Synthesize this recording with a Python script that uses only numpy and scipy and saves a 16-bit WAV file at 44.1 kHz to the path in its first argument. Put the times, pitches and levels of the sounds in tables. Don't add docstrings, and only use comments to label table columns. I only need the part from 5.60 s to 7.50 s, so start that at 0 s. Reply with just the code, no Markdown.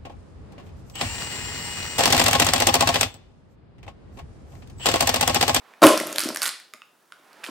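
import sys
import numpy as np
from scipy import signal
from scipy.fft import rfft, irfft
from scipy.io import wavfile
from scipy.ndimage import uniform_filter1d

SR = 44100
rng = np.random.default_rng(int(sys.argv[2]) if len(sys.argv) > 2 else 0)


def generate_wav(sig):
    pcm = np.round(np.clip(np.atleast_2d(sig).T, -1, 1) * 32767).astype(np.int16)
    wavfile.write(sys.argv[1], SR, pcm)


def level_to_linear(level):
    exponent = np.asarray(level, float) / 20
    return 10 ** exponent


N = 83790

# pitch_hz, relative density_db (per Hz)
AIR_COLOUR = [(40, -25.5), (160, -2), (1550, -1.5), (2200, -14.5), (3700, -14), (16000, -16.5)]
AIR_DB = -65
# time_s, relative level_db
RUSTLE = [(0, -58), (.1, -54), (.2, -58), (1.45, -72), (1.6, -60), (1.76, -53.5), (1.9, -47)]
# pitch_hz, relative density_db (per Hz)
RUSTLE_COLOUR = [(60, -38.5), (250, -6.5), (1100, -1.5), (2500, -10.5), (5000, -19.5), (16000, -36)]
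# pitch_hz, t60_s
ROOM_DECAY = [(300, 0.26), (5000, 0.49), (14000, 0.12)]
ROOM_DB, ROOM_SIDE_DB, ROOM_RISE_S = -8.5, -8.5, 0.0073
WIDE_HZ, WIDE_DB = 10500, 8.5
# time_s, left_minus_right_db
PLACE = [(0, -6.5), (.2, -0.5), (1, -3.5)]
TABLE_PLACE_DB = 1.5
# pitch_hz, relative level_db
TABLE_MODES = [(167, -17), (243, -4.5), (312, 2), (387, -2), (533, 0.5), (577, 3), (634, 5), (933, -7.5),
               (1045, -0.5), (1335, 1.5)]
TABLE_T60_S = 0.047
# time_s, relative level_db, favoured_mode_hz
BLOWS = [(0.229, 6.5, 690), (0.242, 9.5, 440), (0.278, -5.5, 600), (0.333, -5, 600), (0.63, -27.5, 318),
         (0.654, -13.5, 235), (0.685, -18.5, 450), (0.722, -25, 570), (1.137, -42, 601),
         (1.593, -50.5, 400)]
BLOW_DB = -5.5
CONTACT_S, SPOT_DB = 0.00028, -11.5
# time_s, relative crinkle_db, relative tumbling_db
MOTION = [(.216, -67, -54), (.22, -29.5, -11), (.24, -16, 0), (.28, -27.5, -16), (.34, -37, -30),
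          (.52, -46, -39.5), (.578, -43.5, -37.5), (.59, -35, -47), (.65, -38.5, -46), (.74, -50.5, -40.5),
          (.812, -49, -56.5), (.825, -30.5, -49), (.885, -36.5, -48.5), (.91, -80, -64.5),
          (1.134, -93, -81), (1.142, -60, -58), (1.2, -80, -86), (1.833, -70.5, -70.5), (1.842, -42.5, -66),
          (1.9, -57, -50)]
TUMBLE_DB, TUMBLE_SCATTER_DB = 2.5, 3
CRINKLE_DB, CRINKLE_SCATTER_DB = 3, 4
# pitch_hz, relative level_db
PLASTIC = [(400, -17), (1300, 0.5), (4000, -5.5), (7000, -6), (10000, -4), (14000, -8.5), (16500, -31)]
# start_s, relative level_db, strongest_ring_hz
CLICKS = [(0.23, -7, 4000), (0.268, 2.5, 2950), (.376, -11, 5100), (.4004, -13, 2090), (0.4704, -19, 11900),
          (0.5273, -19, 7000), (0.5599, -15.5, 3600), (0.5832, -5.5, 4100), (0.5933, -12, 9500),
          (0.604, -12.5, 4870), (0.613, -20, 8000), (0.6367, -16.5, 5670), (0.6436, -21.5, 8850),
          (0.6886, -15.5, 5070), (0.7473, -20.5, 8640), (0.7601, -14, 1694), (0.7715, -16, 5840),
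          (.819, -10, 4540), (0.8314, -11, 9450), (.856, -12, 3580), (0.8619, -12, 4430),
          (0.8787, -15, 8550), (0.8912, -15.5, 4150), (1, -34.5, 1875), (1.7305, -41.5, 4540)]
CLICK_DB, CLICK_MS, CLICK_RING_DB = -4.5, 0.98, 11.5
# start_s, relative level_db, low_ring_hz, high_ring_hz, slope_db_per_octave (3-12 kHz)
TICKS = [(0.137, -36.5, 1763, 2292, -11), (1.137, -25, 1220, 2250, -2), (1.219, -29.5, 1221, 2700, -13),
         (1.2364, -48.5, 1250, 2550, -11), (1.522, -27, 1446, 9790, -11.5),
         (1.8364, -25.5, 1494, 2550, -15), (1.8402, -19, 1890, 2582, -5),
         (1.8459, -24.5, 1660, 2478, -11.5), (1.864, -23.5, 3008, 4380, -11)]
TICK_DB, TICK_MS, TICK_RING_DB, TICK_OCTAVES = -5, 1, 12.5, 0.12
BRICK_HZ = [3620, 5040, 7000]
BRICK_DB = 7.5
SIZE = 512
GRID = np.fft.rfftfreq(SIZE, 1 / SR) + 1


def curve(rows, col, t):
    rows = np.array(rows, float)
    return np.interp(t, rows[:, 0], rows[:, col])


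def tone(rows, hz):
    rows = np.array(rows, float)
    return np.interp(np.log(np.maximum(hz, 1)), np.log(rows[:, 0]), rows[:, 1])


def set_rms(x, db):
    return x * level_to_linear(db) / np.sqrt(np.mean(x ** 2))


def noise(colour):
    spectrum = rfft(rng.standard_normal(N))
    weight = level_to_linear(tone(colour, np.fft.rfftfreq(N, 1 / SR)))
    return set_rms(irfft(spectrum * weight, N), 0)


def wide_noise(colour, side_gain):
    return noise(colour) + side_gain * noise(colour) * np.array([[1], [-1]])


def pan(x, db):
    return np.array([x * level_to_linear(db / 2), x * level_to_linear(-db / 2)])


def air():
    return level_to_linear(AIR_DB) * wide_noise(AIR_COLOUR, 0.5)


def rustle(t, place):
    return level_to_linear(curve(RUSTLE, 1, t)) * wide_noise(RUSTLE_COLOUR, 0.25) * pan(0.91, place)


def room(x):
    t = np.arange(SR // 2) / SR
    tail = 0
    for hz in 125 * 2. 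** np.arange(8):
        edges = [hz / 2 ** .5, min(hz * 2 ** .5, SR * .45)]
        octave = signal.butter(2, edges, "band", fs=SR, output="sos")
        decay = np.exp(-np.log(1000) * t / tone(ROOM_DECAY, hz))
        tail = tail + signal.sosfilt(octave, rng.standard_normal((2, len(t)))) * decay
    tail = tail * np.clip(t / ROOM_RISE_S, 0, 1)
    tail = tail / np.sqrt(np.sum(tail[0] ** 2))
    mid, side = signal.fftconvolve(x[None], tail, axes=1)[:, :N]
    treble = signal.butter(4, WIDE_HZ, "high", fs=SR, output="sos")
    side = side + level_to_linear(WIDE_DB) * signal.sosfilt(treble, side)
    return level_to_linear(ROOM_DB) * (mid + level_to_linear(ROOM_SIDE_DB) * side * np.array([[1], [-1]]))


def table_modes(force):
    out = 0
    for (hz, db), mode_force in zip(TABLE_MODES, force):
        t60_s = TABLE_T60_S * (500 / hz) ** 0.73
        radius = np.exp(-np.log(1000) / (t60_s * SR))
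        angle = 2 * np.pi * hz / SR
        poles = [1, -2 * radius * np.cos(angle), radius ** 2]
        out = out + level_to_linear(db) * signal.lfilter([.5, 0, -.5], poles, mode_force)
    return out


def blows(t):
    force = np.zeros((len(TABLE_MODES), N))
    polarity = (-1) ** np.arange(len(TABLE_MODES))
    for at, db, hz in BLOWS:
        spot = level_to_linear(SPOT_DB * np.log2(np.array(TABLE_MODES)[:, 0] / hz) ** 2)
        push = np.exp(-.5 * ((t - at) / CONTACT_S) ** 2)
        force += level_to_linear(db + BLOW_DB) * np.outer(spot * polarity, push / push.sum())
    return force


def tumbling(t):
    knocks = np.zeros((len(TABLE_MODES), N))
    chance = rng.random((600, 2))
    where = ((.21 + 1.68 * chance[:, 0]) * SR).astype(int)
    strength = level_to_linear(-TUMBLE_SCATTER_DB * np.log(1 - chance[:, 1:]))
    knocks[:, where] = (rng.standard_normal((len(chance), len(TABLE_MODES))) * strength).T
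    scale = level_to_linear(TUMBLE_DB) / np.sqrt(np.mean(table_modes(knocks) ** 2))
    return scale * knocks * level_to_linear(curve(MOTION, 2, t))


def table(t):
    return table_modes(blows(t) + tumbling(t))


def ring(hz, db, octaves):
    return db * np.exp(-.5 * (np.log2(GRID / hz[:, None]) / octaves) ** 2)


def bursts(at, db, colour_db, ms):
    t_ms = np.arange(SIZE) / SR * 1000
    envelope = np.exp(-t_ms / ms) * np.clip(t_ms / 0.2, 0, 1)
    crack = rfft(rng.standard_normal((len(at), SIZE)) * envelope)
    crack = crack / uniform_filter1d(np.abs(crack), size=7, axis=1)
    fold = np.r_[1, 2 * np.ones(SIZE // 2 - 1), 1, np.zeros(SIZE // 2 - 1)]
    cepstrum = irfft(np.log(level_to_linear(colour_db)), SIZE) * fold
    fade = np.hanning(2 * SIZE)[SIZE:] ** 2
    wave = irfft(crack * np.exp(rfft(cepstrum)), SIZE) * fade
    energy = np.sum(wave ** 2, axis=1, keepdims=True)
    wave = wave * level_to_linear(db)[:, None] / np.sqrt(energy / (ms / 1000 * SR))
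    where = (at * SR).astype(int)[:, None] + np.arange(SIZE)
    return np.bincount(where.ravel(), wave.ravel(), N + SIZE)[:N]


def crinkle(t):
    at, size, pitch = rng.random((2200, 3)).T
    size_db = np.minimum(-CRINKLE_SCATTER_DB * np.log(1 - size), 12)
    colour = tone(PLASTIC, GRID) + ring(1200 * 10 ** pitch, 12.1, 0.25)
    hail = bursts(.2 + 1.7 * at, size_db, colour, 1.0)
    return set_rms(hail, CRINKLE_DB) * level_to_linear(curve(MOTION, 1, t))


def ticks():
    at, db, low, high, slope = np.array(TICKS, float).T
    colour = tone(PLASTIC, GRID) + slope[:, None] * np.clip(np.log2(GRID / 3000), 0, 2)
    colour = colour + ring(np.array(BRICK_HZ, float), BRICK_DB, TICK_OCTAVES / 2).sum(axis=0)
    colour = colour + ring(low, TICK_RING_DB, TICK_OCTAVES) + ring(high, TICK_RING_DB, TICK_OCTAVES)
    return bursts(at, db + TICK_DB, colour, TICK_MS)


def clicks():
    at, db, hz = np.array(CLICKS, float).T
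    colour = tone(PLASTIC, GRID) + ring(hz, CLICK_RING_DB, 0.2)
    return bursts(at, db + CLICK_DB, colour, CLICK_MS)


def scene():
    t = np.arange(N) / SR
    place = curve(PLACE, 1, t)
    bag = clicks() + ticks() + crinkle(t)
    boom = table(t)
    direct = pan(bag, place) + pan(boom, TABLE_PLACE_DB)
    return direct + room(bag + 0.41 * boom) + rustle(t, place) + air()


def top_cut(x):
    return signal.sosfilt(signal.butter(12, 16440, fs=SR, output="sos"), x)


def record(dry):
    ceiling, low_cut_hz = 0.66, 123
    x = dry / (1 + np.abs(dry / ceiling) ** 4) ** (1 / 4)
    x = signal.sosfilt(signal.butter(3, low_cut_hz, "high", fs=SR, output="sos"), x)
    mix = np.clip(x, -1, 1)
    return top_cut(mix)


dry = scene()
out = record(dry)
generate_wav(out)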